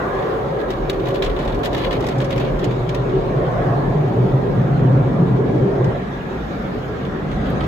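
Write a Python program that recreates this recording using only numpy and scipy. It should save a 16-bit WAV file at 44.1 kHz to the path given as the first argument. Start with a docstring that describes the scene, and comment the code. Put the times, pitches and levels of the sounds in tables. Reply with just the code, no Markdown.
"""Water jets and cloth strips drum on the roof, doors and glass of a car in a tunnel wash, heard from inside.
Noise shaped by resonances is the drumming and cabin boom; decaying sines are brief swells of the drumming.
Spray hisses through the seals as broad noise, over a rumble of machinery that grows louder toward the end.
Close to the two microphones something crinkles in short bursts, mostly in the first three seconds.
The jets leave the roof abruptly at six seconds."""
import sys
import numpy as np
from scipy import signal
from scipy.fft import rfft, irfft, next_fast_len
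from scipy.io import wavfile
from scipy.ndimage import uniform_filter1d, map_coordinates

SR = 44100
rng = np.random.default_rng(int(sys.argv[2]) if len(sys.argv) > 2 else 0)


def dump_mix(stems):
    """Bounce the given channels to the path in sys.argv[1] as a 16-bit WAV at rate SR."""
    frames = np.atleast_2d(stems).T  # one column per channel
    limited = np.clip(frames, -1, 1)  # hard clip at full scale
    pcm = np.round(limited * 32767).astype(np.int16)
    wavfile.write(sys.argv[1], SR, pcm)


N = 338247

# Force of the strips on the flanks. Each row: time in seconds, level on roof edges in dB, on wings in dB.
FLANK_LEVELS = [(0.0, -32, -27.5), (0.04, -33, -28.5), (0.15, -35.5, -29.5), (2.69, -27, -29),
                (2.84, -33.5, -31), (3.65, -29, -27.5), (3.76, -28, -31.5), (5.17, -23, -29),
                (5.3, -24, -37.5), (5.62, -24.5, -26), (5.66, -23.5, -32), (5.7, -30, -28),
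                (6.0, -31.5, -27.5), (6.04, -34, -40), (6.77, -28, -34), (6.81, -33.5, -40.5),
                (7.58, -27, -33), (7.67, -34, -40)]
CREST_DB = 6  # allowance for the peak of a noise burst over its rms
CRINKLE_T = np.arange(SR // 6) / SR  # seconds
CRINKLE_RISE = 1 - np.exp(-CRINKLE_T / 0.003)


def amp(db):
    """Decibel law: twenty dB is a factor of ten in amplitude."""
    return 10 ** (np.asarray(db) / 20)


def unit(x):
    """Normalisation of the root mean square to 1."""
    return x / np.sqrt(np.mean(x ** 2) + 1e-20)


def along(points, hz):
    """Interpolation of (Hz, value) points on a logarithmic frequency axis."""
    f, v = np.transpose(points)
    return np.interp(np.log(hz + 1), np.log(f + 1), v)


def spectrum(points):
    """Spectral envelope: gain as a function of frequency from (Hz, dB) points."""
    return lambda hz: amp(along(points, hz))


def curves(rows):
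    """Linear interpolation in time: one curve for each column after the seconds."""
    s, *columns = np.transpose(rows)
    return [np.interp(np.arange(N) / SR, s, column) for column in columns]


def wobble(rate):
    """Slow random modulation: a smooth curve through Gaussian knots, rate of them a second."""
    knots = rng.standard_normal(int(N * rate / SR) + 4)
    return map_coordinates(knots, [np.arange(N) * rate / SR])


def filtered(x, response):
    """Linear filtering: the spectrum times a response of frequency."""
    m = next_fast_len(N + SR // 2)  # padded against wrap-around
    return irfft(rfft(x, m) * response(np.fft.rfftfreq(m, 1 / SR)), m)[..., :N]


def modes(table, steep):
    """Incoherent resonance: powers of (Hz, width, dB) modes add; steep sharpens skirts and narrows width."""
    def gain(f):
        power = 0
        for centre, width, db in table:
            damping = (f * width) ** 2
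            bell = damping / ((centre * centre - f * f) ** 2 + damping)
            power = power + amp(2 * db) * bell ** steep
        return np.sqrt(power)
    return gain


def rush(gain, patchy_db, size=3):
    """Filtered stereo noise of rms 1, its level patchy in time and frequency (size x 43 Hz wide)."""
    # Width of the image. Each row: frequency in Hz, side over mid in dB.
    side_over_mid = [(40, -16.5), (62, -26.5), (95, -7), (126, -26.5), (170, -12.5), (320, -11.5),
                     (430, -3), (540, -5), (850, 1), (1150, -0.5), (1400, 2), (1800, -1), (5600, 1.1),
                     (7500, -9.5), (10500, -9.5), (14500, -4.5)]
    z = signal.stft(rng.standard_normal((2, N)), nperseg=1024)[2]
    field = uniform_filter1d(rng.standard_normal(z.shape[1:]), size=size, axis=0)
    field = uniform_filter1d(field, size=30 // size + 1, axis=1)
    pair = signal.istft(z * amp(patchy_db * unit(field)), nperseg=1024)[1][:, :N]

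    def mid_side_gain(hz):
        turn = np.arctan(amp(along(side_over_mid, hz)))
        return gain(hz) * [np.cos(turn), np.sin(turn)]
    mid, side = filtered(pair, mid_side_gain)
    return unit(np.array([mid + side, mid - side]))


def work():
    """Forced vibration: curves of how hard the water works on each part of the car."""
    # Each row: time in seconds, then dB of roof, doors, windscreen, jets outside and side windows.
    force_levels = [(0, -32, -25, -29, -30, -27.5), (.2, -31.5, -27, -33, -38.5, -30),
                    (.35, -31.5, -27.5, -34, -35.5, -32), (.52, -26.5, -27.5, -37, -42.5, -39),
                    (.64, -45, -23.5, -34, -35.5, -34.5), (.8, -31.5, -27.5, -34.5, -41, -36.5),
                    (1.6, -29.5, -24, -32, -39, -36), (2.05, -28.5, -22.5, -30.5, -39.5, -36.5),
                    (2.2, -27.5, -28.5, -32.5, -38.5, -36.5), (3.25, -23, -24, -34, -41, -38),
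                    (3.5, -20, -28.5, -29, -37.5, -34.5), (3.72, -22.5, -24, -27, -36, -35.5),
                    (3.9, -22, -25, -29.5, -42.5, -38.5), (4.6, -20.5, -22, -33.5, -39.5, -38.5),
                    (5.25, -17.5, -25.5, -31.5, -39, -37.5), (5.55, -24, -20, -33, -40, -39.5),
                    (5.9, -18.5, -26, -30.5, -39.5, -38), (6.07, -41, -37, -39, -41, -40.5),
                    (6.6, -35.5, -31, -36.5, -38, -42.5), (7.15, -41.5, -31, -40, -39.5, -39),
                    (7.45, -32, -34.5, -34.5, -36, -42), (7.67, -29, -33, -33.5, -35.5, -35)]
    return np.array(curves(force_levels))


def flutter(share=1):
    """Random loading: strips land unevenly, each part in its own rhythm and by its share of 1.5 dB."""
    return share * 1.5 * wobble(9)


def cabin_air():
    """Cavity resonance: water on the roof pumps the lowest modes of the cabin air."""
    # Each row: frequency in Hz, width in Hz before sharpening, relative level in dB.
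    low_modes = [(40, 8.8, 0)]
    high_modes = [(52.5, 11, 6.5), (82, 35, -2.5)]
    # Each row: time in seconds, lower boom in dB, upper boom in dB.
    boom_levels = [(0.0, -39, -36), (0.13, -29, -38.5), (0.49, -47, -35.5), (0.66, -33, -38.5),
                   (1.77, -27.5, -31), (2.48, -34, -35), (2.54, -26, -34), (2.69, -40, -37.5),
                   (2.76, -28, -53), (2.8, -25, -28.5), (2.93, -43, -35), (3.1, -25.5, -38),
                   (3.99, -38, -36), (6.45, -43, -35.5), (6.73, -37.5, -37), (6.84, -49, -34),
                   (7.13, -33, -49), (7.22, -33, -32), (7.58, -32, -29.5), (7.67, -52, -30)]
    low_db, high_db = curves(boom_levels)
    boom = amp(low_db + flutter()) * rush(modes(low_modes, steep=1.28), patchy_db=4.5)
    return boom + amp(high_db + flutter()) * rush(modes(high_modes, steep=1.186), patchy_db=0.7)


def roof():
    """Plate resonance: water rings the lowest modes of the roof and its edges."""
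    # Each row: frequency in Hz, width in Hz before sharpening, relative level in dB.
    centre_modes = [(109.5, 16, -10.5), (124.2, 17, -1.5), (143, 22, -4.5), (165, 24, -9.5)]
    edge_modes = [(182.7, 29, -1.5), (213.6, 106, -1.5), (272, 85, -3.5)]
    centre_db = work()[0] + flutter(0.5) + 0.44 * wobble(22)
    edge_db = curves(FLANK_LEVELS)[0] + flutter(0.32)
    centre = amp(centre_db) * rush(modes(centre_modes, steep=1.56), patchy_db=1.0)
    return centre + amp(edge_db) * rush(modes(edge_modes, steep=2.47), patchy_db=0.36)


def doors_and_wings():
    """Panel resonance: doors and wings ring under the strips."""
    # Each row: frequency in Hz, width in Hz before sharpening, relative level in dB.
    door_modes = [(312.3, 99, -5.5), (380, 77, -1), (429, 94, -2)]
    wing_modes = [(499, 54, -3.5), (547.4, 41, -3), (587, 59, -4.5)]
    door_db = work()[1] + flutter(0.14)
    wing_db = curves(FLANK_LEVELS)[1] + flutter(0.4)
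    doors = amp(door_db) * rush(modes(door_modes, steep=2.6), patchy_db=2.5)
    return doors + amp(wing_db) * rush(modes(wing_modes, steep=1.7), patchy_db=0.9)


def glass():
    """Pane resonance: windscreen, side windows and quarter windows ring above the roof and doors."""
    # Each row: frequency in Hz, width in Hz before sharpening, relative level in dB.
    windscreen_modes = [(643, 54, -2), (713, 92, -2.5), (790, 110, -5)]
    window_modes = [(1017, 157, 0.13), (1173, 110, -1.6)]
    quarter_modes = [(898, 173, 0)]
    # Mean level in dB, then dB per dB of roof, doors, windscreen, jets and side windows.
    quarter_rule = (-38, 0, 0.25, .5, -0.5, 0.3)
    parts = work()
    swing = parts - parts.mean(axis=1, keepdims=True)
    quarter_db = quarter_rule[0] + np.dot(quarter_rule[1:], swing) + flutter(0.33)
    windscreen = amp(parts[2] + flutter(0.33)) * rush(modes(windscreen_modes, steep=2.04), patchy_db=1.2)
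    windows = amp(parts[4] + flutter(0.21)) * rush(modes(window_modes, steep=1.5), patchy_db=2.5)
    return windscreen + windows + amp(quarter_db) * rush(modes(quarter_modes, steep=1.77), patchy_db=3.0)


def jets():
    """Turbulent noise: jets outside and their nozzles hiss in bands above 1 kHz."""
    # Each row: frequency in Hz, width in Hz before sharpening, relative level in dB.
    jet_bands = [(1352, 365, 1)]
    nozzle_bands = [(1650, 190, 2), (1883, 415, -2)]
    # Each row: time in seconds, level in dB.
    nozzle_levels = [(0, -35.5), (.4, -38), (.55, -43), (.64, -39), (.72, -43), (1.1, -44), (2.2, -44.5),
                     (3.1, -44), (3.65, -38.5), (4.1, -42), (5.6, -43), (5.85, -41), (6.2, -41), (6.8, -42),
                     (7.3, -40.5), (7.67, -37.5)]
    nozzle_db = curves(nozzle_levels)[0] + flutter(0.44)
    nozzles = amp(nozzle_db) * rush(modes(nozzle_bands, steep=2.0), patchy_db=3.0)
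    return nozzles + amp(work()[3] + flutter(0.15)) * rush(modes(jet_bands, steep=1.97), patchy_db=2.5)


def seal_hiss():
    """Broadband flow noise: spray and finer mist through the seals share one pulsing flow."""
    # Each row: frequency in Hz, relative level in dB per Hz.
    spray_colour = [(1500, -40), (2200, 1), (2700, -5), (3500, -4.5), (4800, -15), (6800, -20.5),
                    (8000, -32.5), (9500, -57.5)]
    mist_colour = [(6500, -10), (8200, -7.5), (10500, -1.5), (13500, 4.5), (15700, -2)]
    # Each row: time in seconds, spray level in dB, mist level in dB.
    hiss_levels = [(0, -45, -63.5), (.3, -43.5, -62.5), (.7, -47.5, -65.5), (2.6, -44.5, -66.5),
                   (3.15, -45.5, -71), (3.6, -46, -66.5), (4.4, -47, -66.5), (5.35, -47.5, -70.5),
                   (5.9, -47, -70), (6.2, -46, -69), (6.8, -44.5, -65), (7.25, -45.5, -69),
                   (7.67, -42.5, -69.5)]
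    spray_db, mist_db = curves(hiss_levels)
    surge = wobble(3.0)  # felt most in the mist
    spray = amp(spray_db + 0.33 * surge) * rush(spectrum(spray_colour), patchy_db=2.5, size=10)
    return spray + amp(mist_db + 0.6 * surge) * rush(spectrum(mist_colour), patchy_db=2.5, size=10)


def singing():
    """Narrow-band noise: lightly damped panel modes sing out while a jet stays on them."""
    # Each row: frequency in Hz, width in Hz before sharpening.
    narrow_modes = [(372, 27), (540, 22), (708, 26), (755, 26), (1080, 100)]
    # Each row: time in seconds, then the level in dB of each narrow mode before a 3 dB cut.
    mode_levels = [(0.0, -34, -42, -38, -33.5, -39.5), (0.04, -36, -37, -47, -40, -41),
                   (0.36, -45, -31, -50, -25, -44), (0.94, -26.5, -41, -46, -42, -49),
                   (1.05, -23, -32, -48, -49, -42), (1.11, -30, -25, -41, -40, -31),
                   (1.18, -30, -30, -36, -38, -38), (2.22, -31, -42, -46, -55, -50),
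                   (2.29, -29, -20, -44, -37, -39), (2.71, -26.5, -40, -50, -48, -44),
                   (3.25, -26.5, -41, -39, -45, -33), (3.69, -36, -33, -30, -38, -31),
                   (3.84, -25, -48, -48, -43, -32.5), (4.04, -27, -41, -39, -44, -42.5),
                   (4.74, -34.5, -38.5, -44, -48.5, -42), (5.0, -27, -31.5, -36.5, -40, -45),
                   (5.55, -33.5, -40, -44, -45, -41), (5.88, -29, -41, -35, -45, -39),
                   (6.04, -45, -35, -44, -43, -42), (6.22, -53, -40, -48, -52, -50),
                   (7.13, -40, -43, -45, -36, -62), (7.22, -49, -44, -57, -50, -44),
                   (7.37, -38, -51, -33, -33, -50), (7.52, -31, -43, -48, -41, -40),
                   (7.61, -27.5, -51, -38, -36, -43), (7.67, -29, -45, -48, -50, -37)]
    out = 0
    for (hz, width), level_db in zip(narrow_modes, curves(mode_levels)):
        out = out + amp(level_db - 3) * rush(modes([(hz, width, 0)], steep=1.42), patchy_db=1.0)
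    return out


def rumble():
    """Broadband noise: a broad rumble of machinery down the tunnel, growing louder toward the end."""
    # Each row: frequency in Hz, relative level in dB per Hz.
    rumble_colour = [(41, -32), (70, -2.5), (91, -9), (140, 1.5), (208, -5), (333, -13), (426, -8),
                     (900, -28.5), (1170, -59.5), (1980, -120)]
    # Each row: time in seconds, level in dB.
    rumble_levels = [(0, -37), (3, -37), (5.9, -32), (6.1, -31.5), (6.6, -31.5), (7.1, -27.5), (7.3, -26),
                     (7.5, -22.5), (7.67, -25.5)]
    return amp(curves(rumble_levels)[0]) * rush(spectrum(rumble_colour), patchy_db=1.4)


def swells():
    """Resonant swell: each brief swell of the drumming rises at one pitch and dies away."""
    # Each row: start in seconds, frequency in Hz, level in dB before rise and decay.
    swell_events = [(.012, 1065, -23), (.05, 1160, -20.5), (0.158, 1050, -23), (0.501, 547, -19.5),
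                    (0.981, 382.6, -21), (1.09, 544.3, -15), (1.181, 380, -13), (1.471, 40, -19),
                    (1.849, 533, -13.5), (2.17, 131.3, -8.5), (2.31, 544, -16.5), (2.67, 127, -13),
                    (2.355, 141, -16), (2.976, 133, -15), (3.355, 139.6, -13), (3.131, 380, -8),
                    (3.684, 126.5, -10), (3.57, 709, -22), (3.67, 708, -19), (3.725, 697, -17),
                    (3.946, 148.7, -9), (4.02, 395, -23), (4.038, 127.3, -9), (4.17, 125.3, -5),
                    (4.244, 193, -12.5), (4.42, 125.5, -18), (4.329, 131, -6.5), (4.537, 182.4, -14),
                    (4.632, 139.6, -10.5), (4.748, 151.5, -15), (4.845, 127, -9), (4.951, 136.2, -6.5),
                    (5.187, 177, -6.5), (5.212, 134, -6.5), (5.287, 126.3, -8.5), (5.298, 202, -13.5),
                    (5.41, 132, -10.5), (5.62, 130, -9), (5.641, 196, -14.5), (5.62, 396, -11),
                    (5.797, 131.6, -8), (7.217, 148, -17.5), (7.385, 52.3, -16)]
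    rise_s, t60_s, t60_hz, damping = 0.0095, 0.34, 130, 0.32  # t60 holds at t60_hz
    t, out = np.arange(SR // 2) / SR, np.zeros(N + SR)
    for s, hz, db in swell_events:
        decay_db = 60 * t / t60_s * (hz / t60_hz) ** damping  # higher pitches die sooner
        ring = np.sin(2 * np.pi * (hz * t + rng.random())) * amp(db - decay_db)
        out[round(s * SR):][:len(t)] += ring * (1 - np.exp(-t / rise_s))
    return out[:N]


def sheet_ring():
    """Modal superposition: damped sines of the crinkling sheet, in another phase at each ear."""
    # Each row: frequency in Hz, mean level in dB, 60 dB decay time in seconds.
    sheet_modes = [(1850, -8, .018), (2350, -7.5, 0.012), (2900, -2.5, 0.023), (3412, -1, .022),
                   (3800, -2, 0.019), (4700, -5.5, 0.013)]
    ring = 0
    for hz, db, t60 in sheet_modes:
        phase = rng.random((2, 1))
        decay = amp(db + rng.normal(0, 3.2) - 60 * CRINKLE_T / t60)
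        ring = ring + decay * np.sin(2 * np.pi * (hz * CRINKLE_T + phase))
    return ring * CRINKLE_RISE


def snaps():
    """Impulsive excitation: envelopes of body, sheen and top, the rings, and the bustle after each snap."""
    # Each row: start in seconds, nominal peak in dB, sheen over body in dB,
    # top in dB relative to the nominal peak, ring frequency in Hz.
    snap_events = [(0.188, -29, -18, -39, 2370), (0.223, -32, -20, -41, 2670),
                   (0.6838, -38.5, -14, -21, 2750), (0.703, -31.5, -1, -16, 3640),
                   (0.7317, -36, -18, -34, 3480), (0.8964, -12.5, -8.5, -18, 4380),
                   (0.93, -37, -8, -24, 3300), (0.996, -31, -15, -30, 3630),
                   (1.0555, -27.5, -12, -27, 3560), (1.084, -28.5, -6, -17, 3000),
                   (1.106, -35, -11, -22, 3000), (1.142, -31, -6, -21, 2250), (1.156, -32, -13, -23, 2900),
                   (1.222, -11, -13, -29.5, 3270), (1.236, -27.5, -12, -28, 3020),
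                   (1.2444, -28.5, -2, -20.5, 3100), (1.261, -27, -10, -37, 3080),
                   (1.2974, -27.5, -18, -27, 3500), (1.448, -36, -6, -23.5, 3500),
                   (1.363, -23.5, -20, -31.5, 3540), (1.3885, -27, -8, -30, 3020),
                   (1.476, -21, -13, -34.5, 3470), (1.494, -38, -13, -28, 2600),
                   (1.589, -36.5, -15, -21, 3000), (1.5449, -41, -2, -20.5, 2340),
                   (1.633, -24, -9, -22.5, 2750), (1.6466, -25.5, -2.5, -16, 3220),
                   (1.656, -16.5, -11.5, -20, 3470), (1.668, -37, -7, -19, 2360),
                   (1.729, -24.5, -8, -26.5, 3750), (1.7466, -15.5, -13.5, -25.5, 3320),
                   (1.765, -29, -7, -25.5, 3300), (1.799, -35, -18, -28, 3000),
                   (1.835, -26.5, -19, -34.5, 3200), (1.778, -29.5, -8, -21, 3630),
                   (1.845, -25, -20, -35, 3760), (1.863, -44, -20, -30, 3300), (1.917, -26, -16, -31, 3350),
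                   (1.946, -40.5, -18, -21.5, 3000), (1.9085, -17, -14, -32.5, 3330),
                   (1.927, -17.5, -11, -30.5, 3550), (2.005, -31.5, -4, -17.5, 2940),
                   (2.024, -29, -13, -32, 3020), (2.041, -31.5, -10, -30, 2070),
                   (2.0657, -24.5, -2, -15, 3710), (2.086, -22.5, -4, -21, 3800),
                   (2.123, -45.5, -20, -24.5, 3020), (2.158, -42, -11, -27.5, 2510),
                   (2.1809, -37, 2, -22.5, 2520), (2.202, -21, -13, -28, 3060),
                   (2.213, -30.5, -7, -24, 3180), (2.244, -29.5, -2, -27, 2710),
                   (2.305, -22, -9, -26, 3700), (2.326, -20, -20, -34, 3120),
                   (2.36, -28, -14.5, -21.5, 3000), (2.378, -21, -8, -29.5, 2680),
                   (2.398, -27, -13, -26, 3070), (2.4483, -32, -26, -32, 3370),
                   (2.591, -28, -7, -32.5, 2440), (2.6414, -28, 0, -22, 3040),
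                   (2.7084, -28, -13, -31.5, 2210), (2.8906, -20.5, -9, -29, 3180),
                   (2.9452, -25, -3.5, -20, 2500), (3.0932, -30.5, -20, -36.5, 3650),
                   (5.843, -29.5, -6.5, -29.5, 2440), (7.0495, -28.5, -16, -29, 2900),
                   (7.4544, -31, -18, -34, 2860), (7.313, -31, -14, -34, 3180),
                   (7.468, -40, -16, -29.5, 3500), (7.4997, -39, -12, -10.5, 2260),
                   (7.606, -22, -22, -41, 3150), (7.635, -35, -15, -32, 3600)]
    usual_db = -27
    half = np.array([[0.5], [-0.5]])  # half the left-over-right level for each ear
    t = CRINKLE_T
    body, bright, top, rings = np.zeros((4, 2, N + SR))
    busy = np.zeros(N + SR)
    for s, db, sheen_db, top_db, hz in snap_events:
        tail_db = -7 - 0.5 * (db - usual_db)  # the loudest have the least tail
        # a short snap over a longer tail in the cabin
        shape = CRINKLE_RISE * (amp(-60 * t / 0.028) + amp(tail_db - 60 * t / 0.11))
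        burst = shape * amp(db - CREST_DB + half * (2 + rng.standard_normal()))
        span = slice(round(s * SR), round(s * SR) + len(t))
        body[:, span] += burst
        busy[span] += amp(min(db, usual_db) - 25 - 60 * t / 0.12)
        # sheen and top lean further left and decay faster than the body
        bright[:, span] += burst * amp(sheen_db + half * 2 - 60 * t / 0.21)
        top[:, span] += burst * amp(top_db + CREST_DB + half * 8 - 60 * t / 0.1)
        # one pitch, reaching each ear in another phase
        tone = np.sin(2 * np.pi * (hz * t + rng.random((2, 1))))
        rings[:, span] += burst * amp(4 - 60 * t / 0.03) * tone
        rings[:, span] += sheet_ring() * amp(db - CREST_DB + 1)
    return body[:, :N], bright[:, :N], top[:, :N], rings[:, :N], busy[:N]


def small_creases(busy):
    """Shot noise: creases open at random in clumps, a few large among many small, and cluster after snaps."""
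    # Faint rustle between crinkles. Each row: time in seconds, level in dB before the random sizes.
    rustle_levels = [(0, -74), (.6, -54.5), (1.1, -53), (1.7, -52.5), (2.4, -49.5), (2.6, -60),
                     (3.1, -62.5), (7.2, -68), (7.45, -53.5), (7.67, -56)]
    opens = rng.random(N) < 320 * amp(5 * wobble(25)) / SR  # typically 320 a second
    sizes = amp(4 * np.minimum(rng.exponential(size=N), 2))
    creases = opens * sizes * (amp(curves(rustle_levels)[0]) + busy)
    envelope = amp(-60 * CRINKLE_T / 0.029) * (1 - np.exp(-CRINKLE_T / 0.0028))
    patter = signal.fftconvolve(creases, envelope)[:N]
    rings = np.zeros((2, N))
    for part in range(4):  # each quarter of them rings another mix of sheet modes
        some = creases * amp(2) * (np.arange(N) % 4 == part)
        rings += signal.fftconvolve(some[None], sheet_ring(), axes=1)[:, :N]
    return patter, rings


def crinkles():
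    """Amplitude-modulated noise: ragged bursts with brief rings; sheen and top vary by crinkle."""
    # Each row: frequency in Hz, relative level in dB per Hz.
    snap_colour = [(1000, -22), (1700, 1), (2300, -1), (2700, -3), (3450, -2.5), (4300, -7.5), (5300, -27),
                   (6500, -48.5)]
    sheen_colour = [(3500, -23), (5000, 0), (6600, -4.5), (8300, -12), (11000, -11.5), (13200, -10),
                    (15700, -17)]
    body, bright, top, snap_rings, busy = snaps()
    patter, crease_rings = small_creases(busy)

    def upper(hz):
        return 1 / (1 + (9500 / (hz + 1)) ** 8)  # crossover from sheen to top at 9500 Hz
    sheen_gain = spectrum(sheen_colour)
    snap = rush(spectrum(snap_colour), patchy_db=1.5)
    sheen = rush(lambda hz: sheen_gain(hz) * (1 - upper(hz)), patchy_db=1.5)
    air = rush(lambda hz: sheen_gain(hz) * upper(hz), patchy_db=1.5)
    # each burst is a run of tiny creases
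    ragged = [amp(-0.5 * wobble(250)) for _ in range(3)]
    noise = (body + patter) * snap * ragged[0]
    noise += (bright + amp(-20) * patter) * sheen * ragged[1]  # small creases are duller
    noise += (top + amp(-24) * patter) * air * ragged[2]
    return noise + snap_rings + crease_rings


def scene():
    """Superposition: the sum of everything heard in the cabin."""
    car = cabin_air() + roof() + doors_and_wings() + glass()
    return car + jets() + seal_hiss() + singing() + rumble() + swells() + crinkles()


def record(dry):
    """Band limitation: two microphones of slightly different colour, without deep bass or highest treble."""
    # Each row: frequency in Hz, left over right in dB.
    left_over_right = [(300, 0.1), (700, -0.5), (1500, -1), (3000, -0.5), (6000, 1), (10000, -1),
                       (14000, 1.5)]
    bass_hz, top_hz = 31.2, 15750

    def response(hz):
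        lean_db = along(left_over_right, hz) / 2
        bass = 1 / np.sqrt(1 + (bass_hz / (hz + 1)) ** 8)
        return amp([lean_db, -lean_db]) * bass * (hz < top_hz)
    return filtered(dry, response)


dry = scene()
out = record(dry)
dump_mix(out)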